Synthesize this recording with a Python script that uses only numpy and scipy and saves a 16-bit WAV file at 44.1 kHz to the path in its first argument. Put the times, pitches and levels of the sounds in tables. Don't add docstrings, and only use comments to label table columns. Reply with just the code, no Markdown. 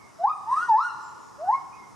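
import sys
import numpy as np
from scipy import signal
from scipy.fft import rfft, irfft
from scipy.io import wavfile
from scipy.ndimage import uniform_filter1d

SR = 44100
rng = np.random.default_rng(int(sys.argv[2]) if len(sys.argv) > 2 else 0)


def to_wav(sig):
    pcm = np.clip(np.atleast_2d(sig), -1, 1) * 32767
    pcm = np.round(pcm).astype(np.int16)
    wavfile.write(sys.argv[1], SR, pcm.T)


N = 85995
TIME = np.arange(N) / SR
# frequency in Hz, relative density in dB.
BREATH = [(1000, -14.5), (1900, 19.5), (2250, -13.5), (2800, -11.5), (3300, 1.5), (4000, -10), (4400, -14),
          (5000, -2.5), (5800, 10), (7500, -4), (8400, 10.5), (9300, 0), (12500, -14.5)]


def whoops():
    # time in seconds, pitch in Hz, level in dB,
    # then octave and upper overtone levels in dB before the throat colours them.
    notes = [
        [(.19, 646, -47.5, -100, -97.5), (.218, 697.4, -30, -74.5, -76.5), (.233, 745, -32, -59.5, -64.5),
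         (.245, 776.6, -10.5, -54.5, -60.5), (.262, 939, -21.5, -75.5, -74.5), (.28, 1116, -21, -54, -60.5),
         (.302, 1256, -25, -52, -59), (.318, 1247, -26, -65, -72), (.332, 1130, -86, -60, -78)],
        [(.682, 990, -35, -82, -78.5), (.698, 935, -12, -66.5, -58.5), (.716, 874, -14.5, -57, -62.5),
         (.737, 843.2, -14, -57.5, -68), (.76, 884, -13.5, -56.5, -66), (.782, 1015, -16, -57, -61),
         (.812, 1322, -24.5, -65, -59), (.848, 1441, -23, -52, -51.5), (.875, 1440, -25, -50, -66),
         (.91, 1327, -34.5, -61, -61)],
        [(1.385, 560.7, -47.5, -82.5, -100), (1.42, 653, -39, -90.5, -83.5), (1.452, 740, -30, -65, -80),
         (1.467, 736, -38, -60, -71), (1.479, 746, -20, -59, -73), (1.501, 879, -21, -72, -73),
         (1.535, 1070, -24, -52, -59.5), (1.55, 1093, -30.5, -38.5, -61), (1.564, 1082, -34.5, -54, -81),
         (1.595, 1094, -40, -64, -90)],
    ]
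    tilts_db_per_octave = [-1, 5.5, -2.5]
    fray_from_hz = 1300
    out = np.zeros(N)
    for rows, tilt in zip(notes, tilts_db_per_octave):
        gate, hz, db, octave_db, upper_db = contours(rows)
        fray = np.clip((hz - fray_from_hz) / 150, 0, 1)
        phase = oscillator_phase(hz, jitter=0.0019 + 0.0034 * fray)
        tone = voice(phase, hz, db, octave_db, upper_db, tilt)
        air = fray * amp(upper_db + 1) * shaped_noise(BREATH)
        out += gate * (tone + air)
    return out


def inward_note():
    # time in seconds, pitch in Hz, level in dB, overtone level before the throat in dB,
    # second tone in Hz, its level in dB, air level in dB.
    note = [(.462, 845, -45.5, -95, 1487, -81.5, -82.5), (.5, 952, -24.5, -66, 1559, -71.5, -64),
            (.53, 1060, -24, -72.5, 1647, -45.5, -56), (.558, 1182, -35, -61, 1724, -62, -62),
            (.572, 1235, -21.5, -59, 1747, -51, -55), (.598, 1342, -35.5, -65, 1840, -61, -58),
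            (.628, 1434, -24.5, -49.5, 1860, -48, -59), (.655, 1461, -36.5, -59.5, 1875, -55, -62.5),
            (.68, 1390, -49, -76, 1790, -59, -61)]
    sidebands_db = [-13, -14, -15.5]
    gate, hz, db, overtone_db, second_hz, second_db, air_db = contours(note)
    first = oscillator_phase(hz, jitter=0.0021)
    second = oscillator_phase(second_hz, jitter=0.0063)
    sidebands = sum(amp(level) * np.sin(second + k * first) for k, level in enumerate(sidebands_db, 1))
    tones = voice(first, hz, db, overtone_db, overtone_db, tilt_db_per_octave=-3)
    tones += amp(second_db) * (np.sin(second) + sidebands)
    return gate * (tones + amp(air_db) * shaped_noise(BREATH))


def voice(phase, hz, db, octave_db, upper_db, tilt_db_per_octave):
    # overtone frequency in Hz, gain in dB.
    throat = [(1200, 28), (1500, 3.5), (1750, 16), (1950, 3.5), (2170, -7.5), (2300, -11.5), (2550, 3),
              (2850, -6.5), (3300, -17.5), (3800, -2), (4200, -2.5), (4450, -35), (4750, 1.5), (5300, -4),
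              (5650, -12.5), (6300, -12.5), (8400, -37.5), (12000, -39)]
    flutter_db, smear_rad = 2, 0.07
    blurred = phase + smear_rad * drift(rate_hz=300)
    overtones = []
    for k in range(2, 9):
        colour_db = spectrum_at(throat, k * hz) + tilt_db_per_octave * np.log2(k * hz / 2000)
        overtones.append(amp(colour_db + flutter_db * drift(rate_hz=90)) * np.sin(k * blurred))
    octave, *upper = overtones
    return np.sqrt(2) * (amp(db) * np.sin(phase) + amp(octave_db) * octave + amp(upper_db) * sum(upper))


def close_bounce(x):
    return x + amp(-5.5) * delayed(x, seconds=0.004649)


def microphone_pair(x):
    # frequency in Hz, left minus right level in dB.
    level_difference = [(1450, 0.3), (1750, 0), (2150, -10), (2500, 0), (5000, 1.5)]
    # frequency in Hz, phase lead of the left in radians.
    phase_lead = [(1450, 0.24), (1750, 1), (2150, 1.3), (2600, .4), (5000, 0.58)]
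    hz = np.fft.rfftfreq(N, 1 / SR)
    left = amp(spectrum_at(level_difference, hz) / 2) * np.exp(.5j * spectrum_at(phase_lead, hz))
    return irfft(rfft(x) * np.array([left, 1 / left]), N)


def wall_echoes(x):
    # delay in seconds, left gain in dB, right gain in dB.
    reflections = [(.0235, -9.5, -15.5), (.0312, -27.5, -19), (.046, -31.5, -33.5)]
    return sum(amp([[left], [right]]) * delayed(x, delay) for delay, left, right in reflections)


def reverberation(x):
    # frequency in Hz, seconds for the tail to fall 60 dB.
    decay_times = [(300, 0.74), (900, 0.99), (1400, 0.97), (1720, 0.9), (2400, 0.55), (2900, 0.91),
                   (4200, 0.95), (5800, 2.3), (7400, 0.81)]
    # frequency in Hz, gain in dB.
    colour = [(700, -1.5), (860, -10.5), (970, -2), (1080, 4.5), (1300, 4), (1450, -8.5), (1720, 7.5),
              (2200, 8.5), (2480, 6.5), (2850, 5.5), (3700, 8), (4200, 11), (4900, -1), (5800, 10),
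              (9000, 10)]
    mid, side = even_noise(), amp(-5.5) * even_noise()
    hz, t, spectra = signal.stft(unit_rms(np.array([mid + side, mid - side])), SR, nperseg=256)

    def decay(db, t60):
        return amp(db - 60 * t / t60) ** 2 * 2 * np.log(1000) / (t60 * SR)

    scatter = decay(db=-13, t60=0.097)
    tail = decay(db=-10, t60=spectrum_at(decay_times, hz)[:, None])
    wash = decay(db=-20, t60=3) * np.clip(t / 0.32, 0, 1) ** 2
    spectra *= np.sqrt(scatter + tail + wash) * amp(spectrum_at(colour, hz))[:, None]
    response = signal.istft(spectra, SR, nperseg=256)[1]
    return signal.fftconvolve(delayed(x, seconds=0.02)[None], response, axes=1)[:, :N]


def birds():
    # start and length in seconds, first and last pitch in Hz, level in dB,
    # jitter as a share of pitch, right minus left level in dB.
    calls = [(-.03, 0.14, 2237, 2096, -65, 0.032, 18), (0.307, 0.082, 8940, 8330, -66.5, 0.021, 4),
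             (.985, 0.093, 5710, 5280, -64, .05, 4), (1.011, 0.1, 7500, 7110, -61, 0.0035, 0),
             (1.104, 0.05, 7395, 7150, -71.5, 0.011, 1), (1.184, 0.11, 6920, 6665, -66.5, 0.0026, 3.5),
             (1.72, 0.0415, 2400, 2600, -58.5, 0.012, 8), (1.745, 0.14, 2190, 2079, -63.5, 0.015, 23)]
    out = np.zeros((2, N))
    for start, length, first_hz, last_hz, db, jitter, pan_db in calls:
        progress = np.clip((TIME - start) / length, 0, 1)
        envelope = np.sqrt(abs(2 * np.sin(np.pi * progress)))
        phase = oscillator_phase(first_hz + (last_hz - first_hz) * progress, jitter)
        out += amp([[db - pan_db / 2], [db + pan_db / 2]]) * envelope * np.sin(phase)
    return out


def outdoor_hiss():
    # frequency in Hz, relative density in dB.
    density = [(15, -50), (25, -33), (43, -26.5), (85, 0), (140, -1), (191, -3.5), (290, -3), (385, -3),
               (470, -8.5), (651, -10.5), (890, -6), (963, -4.5), (1190, -4), (1580, -16.5), (2110, -18),
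               (2280, -23.5), (3370, -27), (3950, -27), (4400, -28), (5100, -19), (6460, -23), (9000, -28),
               (12700, -35.5)]
    # frequency in Hz, correlation of left and right from -1 to 1.
    correlation = [(40, -0.37), (120, -0.48), (300, -0.83), (600, -0.062), (1000, 0.63), (2000, -0.17),
                   (4000, 0.85), (8000, 0.53), (12000, 0.52)]
    level_db, patchy_db = -49.5, 1.5
    hz = np.fft.rfftfreq(1024, 1 / SR)
    left_re, left_im, other_re, other_im, patches = rng.standard_normal((N // 256 + 5, 513, 5)).T
    patches = uniform_filter1d(patches, size=8, axis=0)
    patches = unit_rms(uniform_filter1d(patches, size=12, axis=1))
    likeness = spectrum_at(correlation, hz)[:, None]
    left = left_re + 1j * left_im
    right = likeness * left + np.sqrt(1 - likeness ** 2) * (other_re + 1j * other_im)
    spectra = np.array([left, right]) * amp(spectrum_at(density, hz)[:, None] + patchy_db * patches)
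    return amp(level_db) * unit_rms(signal.istft(spectra, nperseg=1024, noverlap=768)[1][:, :N])


def contours(rows, glide_s=0.021):
    times, *columns = np.transpose(rows)
    window = signal.get_window("hann", 2 * int(glide_s * SR / 2) + 2)
    gate = 1. * ((TIME > times[0]) & (TIME < times[-1]))
    curves = [gate] + [np.interp(TIME, times, column) for column in columns]
    return [signal.fftconvolve(c - c[0], window / window.sum(), "same") + c[0] for c in curves]


def oscillator_phase(hz, jitter):
    return 2 * np.pi * np.cumsum(hz * (1 + jitter * drift(rate_hz=216))) / SR


def drift(rate_hz):
    rolloff = 1 + (np.fft.rfftfreq(N, 1 / SR) / rate_hz) ** 4
    return unit_rms(irfft(rfft(rng.standard_normal(N)) / rolloff, N))


def shaped_noise(points):
    gain = amp(spectrum_at(points, np.fft.rfftfreq(N, 1 / SR)))
    return unit_rms(irfft(rfft(rng.standard_normal(N)) * gain, N))


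def even_noise():
    x = rng.standard_normal(N)
    for _ in range(12):
        spectra = signal.stft(x, nperseg=2048)[2]
        x = signal.istft(spectra / (abs(spectra) + 1e-12), nperseg=2048)[1][:N]
    return unit_rms(x)


def spectrum_at(points, hz):
    frequencies, values = np.transpose(points)
    return np.interp(np.log(hz + 1), np.log(frequencies), values)


def delayed(x, seconds):
    return np.interp(TIME - seconds, TIME, x, left=0)


def amp(db):
    return 10 ** (np.asarray(db) / 20)


def unit_rms(x):
    return x / np.sqrt(np.mean(x ** 2) + 1e-20)


def scene():
    gibbon = whoops() + inward_note()
    whistles = birds()
    near = amp(2) * microphone_pair(close_bounce(gibbon))
    reflected = wall_echoes(gibbon) + reverberation(gibbon + amp(-4) * whistles.mean(0))
    return near + reflected + whistles + outdoor_hiss()


def record(dry):
    low_cut_hz, band_limit_hz = 107, 12600
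    threshold_db, duck_share, recover_db_per_s = -17.5, 0.78, 38.5
    dry = signal.sosfilt(signal.butter(2, low_cut_hz, "high", fs=SR, output="sos"), dry)
    power_db = 10 * np.log10(abs(uniform_filter1d((dry ** 2).mean(0), size=400)) + 1e-12)
    fall_db = TIME * recover_db_per_s
    held_db = np.maximum.accumulate(power_db + fall_db) - fall_db
    over_db = np.maximum(held_db - threshold_db, 0)
    ducked = dry / amp(duck_share * uniform_filter1d(over_db, size=200))
    low_pass = signal.firwin(511, band_limit_hz, window=("kaiser", 9), fs=SR)
    return signal.oaconvolve(ducked, low_pass[None], "same")


dry = scene()
out = record(dry)
to_wav(out)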